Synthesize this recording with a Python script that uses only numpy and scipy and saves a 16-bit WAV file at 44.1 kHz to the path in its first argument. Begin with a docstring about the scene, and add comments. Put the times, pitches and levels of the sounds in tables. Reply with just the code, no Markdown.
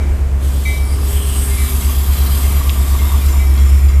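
"""A deep, throbbing exhaust and rumbling wheels: a diesel train slows along a platform at night.
The exhaust throbs once per turn of the engine's shaft, and the gears whine lower as speed drops.
The train's bell swings at a steady beat; a smaller, quicker bell rings far off. Brake air spits
and then hisses on, the brake shoes rub, squeal and grab, and small hard parts tick."""
import sys
import numpy as np
from scipy import signal
from scipy.fft import rfft, irfft
from scipy.io import wavfile
from scipy.ndimage import map_coordinates

SR = 44100
rng = np.random.default_rng(int(sys.argv[2]) if len(sys.argv) > 2 else 0)


def transcribe(signal):
    """Save signal, clipped to [-1, 1], as a 16-bit WAV file at the path in sys.argv[1]."""
    frames = np.atleast_2d(signal).T
    limited = np.clip(frames, -1, 1)
    pcm = np.round(limited * 32767).astype(np.int16)
    wavfile.write(sys.argv[1], SR, pcm)


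N = 176400


def undb(db):
    """Turn decibels (dB) into a number to multiply by."""
    return 10 ** (np.asarray(db) / 20)


def unit(x):
    """Scale a signal so that its average strength (rms) is 1."""
    return x / np.sqrt(np.mean(x ** 2))


def curve(t, rows, column=1):
    """Follow one column of a table over time, in straight lines from row to row."""
    rows = np.array(rows)
    return np.interp(t, rows[:, 0], rows[:, column])


def swell(t, at, spread):
    """A smooth hill that rises to 1 and falls again."""
    return np.exp(-.5 * ((t - at) / spread) ** 2)


def wander(rate_hz):
    """A smooth random wobble of about size 1; a higher rate makes it quicker."""
    freqs = np.arange(N + 1) * SR / (2 * N)
    spectrum = rfft(rng.standard_normal(2 * N)) * np.exp(-(freqs / rate_hz) ** 2)
    return unit(irfft(spectrum))[:N]


def noise(colour):
    """Noise shaped by rows of pitch in Hz and level in dB, fading out below the first row."""
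    freqs = np.arange(1, N // 2 + 2) * SR / N
    hz, db = np.array(colour).T
    gain = undb(np.interp(np.log(freqs), np.log(hz), db)) * np.minimum(freqs / hz[0], 1) ** 2
    return unit(irfft(rfft(rng.standard_normal(N)) * gain, N))


def resonance(hz, width_hz):
    """Noise ringing around one pitch: the narrower it is, the more like a note."""
    freqs = np.arange(N // 2 + 1) * SR / N
    damping = (1 + ((freqs - hz) / width_hz * 2) ** 4) ** .5
    return unit(irfft(rfft(rng.standard_normal(N)) / damping, N))


def engine(t):
    """The muffler rounds the firings into a deep tone that sags once a turn; a generator hums along."""
    # Each row: time in seconds, level in dB, depth of the throb from 0 to 1.
    exhaust = [(0, -16.5, 0.49), (.8, -12.5, 0.83), (1.45, -13, 0.82), (2.1, -11.5, 0.79), (2.8, -12, 0.71),
               (3.3, -10.5, 0.72), (3.7, -8.5, 0.52), (4, -7, 0.85)]
    # Each row: pitch as a multiple of the shaft's speed, level in dB.
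    overtones = [(5, -30), (6, -33), (16, -37), (17, -45.5), (19, -53), (25, -45)]
    # Each row: pitch in Hz, level in dB.
    generator_hum = [(120, -41), (180, -46.5)]
    shaft_hz, firings_per_turn = 8.548, 8
    first_dip_s, dip_width_turns, bend_radians = .057, .29, .043
    turns = shaft_hz * (t - first_dip_s) + .01 * wander(1.56)
    dip = swell(np.sin(np.pi * turns), 0, np.pi * dip_width_turns)
    throb = 1 - curve(t, exhaust, column=2) * dip
    firing = np.sin(2 * np.pi * firings_per_turn * turns - bend_radians * np.sin(2 * np.pi * turns))
    out = unit(throb * firing) * undb(curve(t, exhaust) + .5 * wander(36))
    for multiple, db in overtones:
        out += undb(db + 2 * wander(1)) * unit(np.sin(2 * np.pi * (multiple * turns + rng.random())))
    for hz, db in generator_hum:
        out += undb(db + 2 * wander(6.3)) * unit(np.sin(2 * np.pi * hz * t))
    return out


def wheels(t):
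    """Rolling wheels rumble, and the nearest ones murmur as they pass."""
    # Each row: pitch in Hz, relative level in dB.
    rumble_colour = [(15, -28), (28, 1), (50, -2.5), (85, 1.5), (105, -8), (160, -13.5), (260, -14.5),
                     (400, -18.5), (550, -23.5), (1100, -27.5), (1600, -30), (2300, -32), (3800, -43.5),
                     (8000, -41.5), (12500, -50.5), (15000, -60)]
    # Each row: pitch and width in Hz, loudest moment and spread in seconds, level in dB.
    murmurs = [(625, 180, 0.42, 0.43, -43), (376, 69, .1, 0.38, -41.5), (180, 59, 2.2, 0.77, -37.5),
               (338, 78, 4.02, 0.79, -38)]
    out = noise(rumble_colour) * undb(-24.5 + 1.4 * wander(2.1))
    for hz, width, at, spread, db in murmurs:
        out += undb(db) * swell(t, at, spread) * resonance(hz, width)
    return out


def gears(t):
    """The gears whine, sinking in pitch as the train slows."""
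    # Each row: starting pitch in Hz, loudest moment and spread in seconds, level in dB,
    # wobble in radians.
    whines = [(434.7, 1.34, 0.51, -38.5, .6), (276.4, 1.83, .65, -37, 0.76), (283, 3.66, 0.86, -39.5, 1.25)]
    slowing_per_s = .057  # share of the starting speed lost each second
    travel = t - slowing_per_s * t ** 2 / 2
    out = 0
    for hz, at, spread, db, wobble in whines:
        level = undb(db + 2.5 * wander(14)) * swell(t, at, spread)
        out += level * unit(np.sin(2 * np.pi * hz * travel + wobble * wander(14)))
    return out


def bell_stroke(t, at, modes, favoured_hz=None):
    """Each of a struck bell's notes (modes) builds, wavers and dies; the station's echo lingers."""
    echo_db, echo_fade_s, favour_db = -27, 1, 6
    age = np.maximum(t - at, 0)
    echo_shape = (1 - np.exp(-age / .017)) * undb(-60 * age / echo_fade_s)
    out = 0
    for hz, db, fade, rise, waver_hz, depth in modes:
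        waver = 1 + depth * np.cos(2 * np.pi * waver_hz * age)
        level = (1 - np.exp(-age / rise)) * undb(-60 * age / fade) * waver
        tone = np.sin(2 * np.pi * (hz * age + rng.random()))
        shimmer = .12 * hz / modes[0][0] * resonance(hz, width_hz=hz / 45)
        echo = level.max() * undb(echo_db) * echo_shape * resonance(hz, width_hz=10)
        boost_db = favour_db * swell(hz, favoured_hz, favoured_hz / 10) if favoured_hz else 0
        out += undb(db + boost_db) * (level * (tone + shimmer) + echo)
    return out


def train_bell(t):
    """The train's bell swings and is struck at a steady beat."""
    # Each row: pitch in Hz, relative level in dB, seconds to fade by 60 dB, seconds to build up,
    # wavers per second, depth of the waver from 0 to 1.
    modes = [(2303, -0.5, 0.71, 0.0035, 19, 0.06), (2062, 10.5, 0.29, 0.09, 3.9, 0.5),
             (3120, -23, 0.94, .002, 24, 0.4), (3800, -12.5, 0.66, 0.0017, 33.4, .55),
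             (5800, -23.5, 0.58, .002, 27, .4), (6100, -19, .35, 0.0018, 41, 0.4),
             (9846, -21, 0.4, .002, 30, .4)]
    # Each row: start in seconds, relative level in dB.
    strokes = [(-.15, -24), (.652, -20), (1.572, -28.5), (2.489, -37), (3.389, -30)]
    return sum(undb(db) * bell_stroke(t, at, modes) for at, db in strokes)


def far_bell(t):
    """A smaller bell rings far off; each hit of its clapper brings out one note."""
    # Each row: the same columns as the modes of the train's bell.
    modes = [(2121, 0, .7, .003, 9, .3), (2693, -7, .7, .003, 13, .3), (3306, -3, .35, .002, 21, .4),
             (3955, -7, .4, .002, 17, .4), (4850, -5, .2, .002, 29, .4), (6142, -5, .2, .002, 33, .4)]
    # Each row: start in seconds, relative level in dB, pitch of the favoured note in Hz.
    strokes = [(0, -50, 2121), (.9, -48, 2121), (1.509, -38, 2121), (1.81, -39, 3306), (2.429, -42, 2121),
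               (2.69, -43, 2693), (2.986, -37.5, 2121), (3.284, -37.5, 6142), (3.575, -38, 3306),
               (3.884, -39.5, 4850)]
    return sum(undb(db) * bell_stroke(t, at, modes, hz) for at, db, hz in strokes)


def shoe_rub(t):
    """The brake shoes ring and chatter as they rub on the wheels."""
    # Each row: pitch and width in Hz, relative level in dB.
    shoe_notes = [(1164, 147, -0.5), (1048, 45, -10), (972, 73, -6), (720, 200, -3.5)]
    # Each row: time in seconds, level in dB.
    rub_level = [(0, -57), (.9, -42), (1.3, -40), (2.1, -37.5), (2.65, -36.5), (2.85, -37), (3.13, -35),
                 (3.22, -40), (3.36, -37), (3.45, -38), (4, -42)]
    chatter_hz, chatter_depth = 34.17, .21
    rub = unit(sum(resonance(hz, width) * undb(db) for hz, width, db in shoe_notes))
    chatter = 1 + chatter_depth * np.sin(2 * np.pi * chatter_hz * t + 2.5 * wander(8.2))
    return rub * chatter * undb(curve(t, rub_level))


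def brake_air(t):
    """Air spits from a valve, then escapes in a long hiss that rings one resonance after another."""
    # Each row of both: pitch in Hz, relative level in dB.
    spit_colour = [(2400, -8), (3150, 1.5), (4100, -3), (5000, -4.5), (6200, -6.5), (7400, -1.5),
                   (8400, 1.5), (9500, -2.5), (10500, -3.5), (12400, 0), (13400, -5), (15000, -11)]
    hiss_colour = [(600, -14), (1300, 2.5), (1700, 2), (2200, 1.5), (2650, 3), (3300, 4), (4400, -1.5),
                   (4900, 0.5), (5900, -1.5), (6700, -0.5), (7200, 4), (8900, 3.5), (9800, 2), (11000, 3),
                   (12900, 8), (13500, -5.5), (15200, -4)]
    # Each row of both: time in seconds, relative level in dB.
    spit_level = [(.39, -51), (.43, -36), (.72, -33), (.86, -38.5), (1.05, -34.5), (1.3, -38), (3.5, -44),
                  (4, -47)]
    hiss_level = [(.96, -49), (1.1, -31), (1.3, -30), (1.55, -26.5), (1.9, -27.5), (2.4, -28), (3.1, -30),
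                  (3.5, -33.5), (3.72, -33), (3.8, -34.5), (4, -39)]
    # Each row: pitch and width in Hz, loudest moment and spread in seconds, relative level in dB.
    air_notes = [(3280, 500, 1.19, 0.094, -39), (2950, 400, 1.254, 0.084, -36.5),
                 (8280, 600, 1.37, 0.22, -32), (9070, 510, 1.47, 0.19, -35), (10850, 650, 1.57, 0.065, -36),
                 (10800, 1400, 1.48, 0.36, -34), (12100, 550, 1.13, 0.083, -37),
                 (8100, 570, 1.85, 0.037, -35), (12540, 530, 2.24, 0.41, -34.5),
                 (12700, 580, 3.03, 0.26, -36), (13800, 1500, 2.2, .55, -40.5), (7150, 100, 4, 0.96, -44.5),
                 (4780, 250, 2.13, 0.68, -43.5), (6300, 170, 1.82, .07, -43), (8260, 170, 2.34, 0.091, -41),
                 (9300, 290, 2.36, .2, -42), (5250, 150, 3.32, 0.43, -46), (5560, 94, 3.6, 0.32, -48),
                 (3220, 310, 2.33, 0.16, -39), (3580, 340, 3, 0.26, -42), (4080, 380, 2.23, 0.21, -42),
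                 (1680, 180, 1.52, 0.091, -43), (2160, 610, 3.9, 1, -41), (1410, 410, 3.56, .4, -44.5)]
    jet = noise(spit_colour) * undb(curve(t, spit_level))
    jet += noise(hiss_colour) * undb(curve(t, hiss_level))
    for hz, width, at, spread, db in air_notes:
        jet += resonance(hz, width) * swell(t, at, spread) * undb(db + .75 * wander(23))
    flicker_db = .62 * wander(48) + .53 * wander(4)
    return flutter(bounce(jet, t)) * undb(flicker_db)


def bounce(jet, t):
    """The hiss bounces off the ground and the train's sides; the slowly shifting echoes colour it."""
    # Each row: delay in milliseconds, relative level in dB, drift in milliseconds per second.
    reflections = [(.9, -30, 0.016), (2.3, -25, -0.043), (3.7, -16, 0.015), (6.1, -14.5, 0.065),
                   (11.3, -17, -0.036)]
    echoes = 0
    for delay_ms, db, drift in reflections:
        sent_at = t - (delay_ms + drift * t) / 1000
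        echoes += undb(db) * map_coordinates(jet, [sent_at * SR], order=3, mode="mirror")
    return (jet + echoes) * undb(-1.35)


def flutter(jet):
    """Each narrow band of pitches in the air jet swells and sinks on its own."""
    band_hz, depth_db, rate_hz = 330, 1.5, 7
    freqs, times, bands = signal.stft(jet, SR, nperseg=512)
    chance = rng.standard_normal((int(SR / 2 / band_hz) + 2, int(2 * rate_hz * N / SR) + 2))
    grid = np.meshgrid(freqs / band_hz, 2 * rate_hz * times, indexing="ij")
    sway = map_coordinates(chance, grid, mode="mirror")  # glide between the random values
    return signal.istft(bands * undb(depth_db * sway), SR)[1][:N]


def shoe_squeal(t):
    """The brake shoes squeal briefly on a few high notes."""
    # Each row: pitch and width in Hz, loudest moment and spread in seconds, level in dB.
    squeals = [(4790, 130, .925, .025, -41), (4850, 200, 1.02, .07, -47), (5350, 300, .93, .13, -46),
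               (8460, 200, .92, .08, -46), (9630, 220, .915, .045, -41.5), (9960, 220, .87, .045, -42.5)]
    return sum(resonance(hz, width) * swell(t, at, spread) * undb(db + 2 * wander(27.6))
               for hz, width, at, spread, db in squeals)


def shoe_grabs(t):
    """The shoes grab the wheel in short jerks, each ringing a few unsteady notes."""
    # Each row: time in seconds, relative level in dB.
    grabs = [(1.9, -32), (2.395, -32), (2.515, -32), (2.615, -30.5), (2.665, -31.5), (2.953, -27.5),
             (3.022, -30), (3.052, -30), (3.073, -30), (3.103, -29), (3.124, -30.5), (3.148, -28.5),
             (3.34, -30), (3.362, -32)]
    # Each row: pitch in Hz, relative level in dB.
    notes = [(1165, -5), (1128, -6.5), (969, -3.5)]
    grip = sum(undb(db) * swell(t, at, spread=.005) for at, db in grabs)
    judder = sum(undb(db) * unit(np.sin(2 * np.pi * hz * t + 1.9 * wander(25))) for hz, db in notes)
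    return grip * judder


def ticks(t):
    """Small hard parts snap and knock; they are too small to sound low notes."""
    # Each row: start in seconds, peak level in dB, pitch and width in Hz, decay time in seconds.
    knocks = [(2.6948, -10.5, 3100, 2200, .0007), (2.7002, -15, 2400, 1200, .0008),
              (3.575, -27.5, 3800, 3200, .012), (3.884, -31, 3000, 3000, .012)]
    lowest_hz = 1750
    cut_lows = signal.butter(6, lowest_hz, "high", fs=SR, output="sos")
    out = 0
    for at, db, hz, width, decay in knocks:
        burst = (t >= at) * np.exp(-np.abs(t - at) / decay) * resonance(hz, width)
        burst = signal.sosfilt(cut_lows, burst + 1e-18)
        out += undb(db) * burst / np.abs(burst).max()
    return out


def scene():
    """Add up everything heard from the platform, in one channel."""
    t = np.arange(N) / SR
    running = engine(t) + wheels(t) + gears(t)
    bells = train_bell(t) + far_bell(t)
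    brakes = shoe_rub(t) + brake_air(t) + shoe_squeal(t) + shoe_grabs(t)
    return (running + bells + brakes + ticks(t))[None]


def record(dry):
    """Cut away the very highest treble."""
    top_hz = 15300
    return signal.sosfilt(signal.ellip(10, .2, 80, top_hz, fs=SR, output="sos"), dry)


dry = scene()
out = record(dry)
transcribe(out)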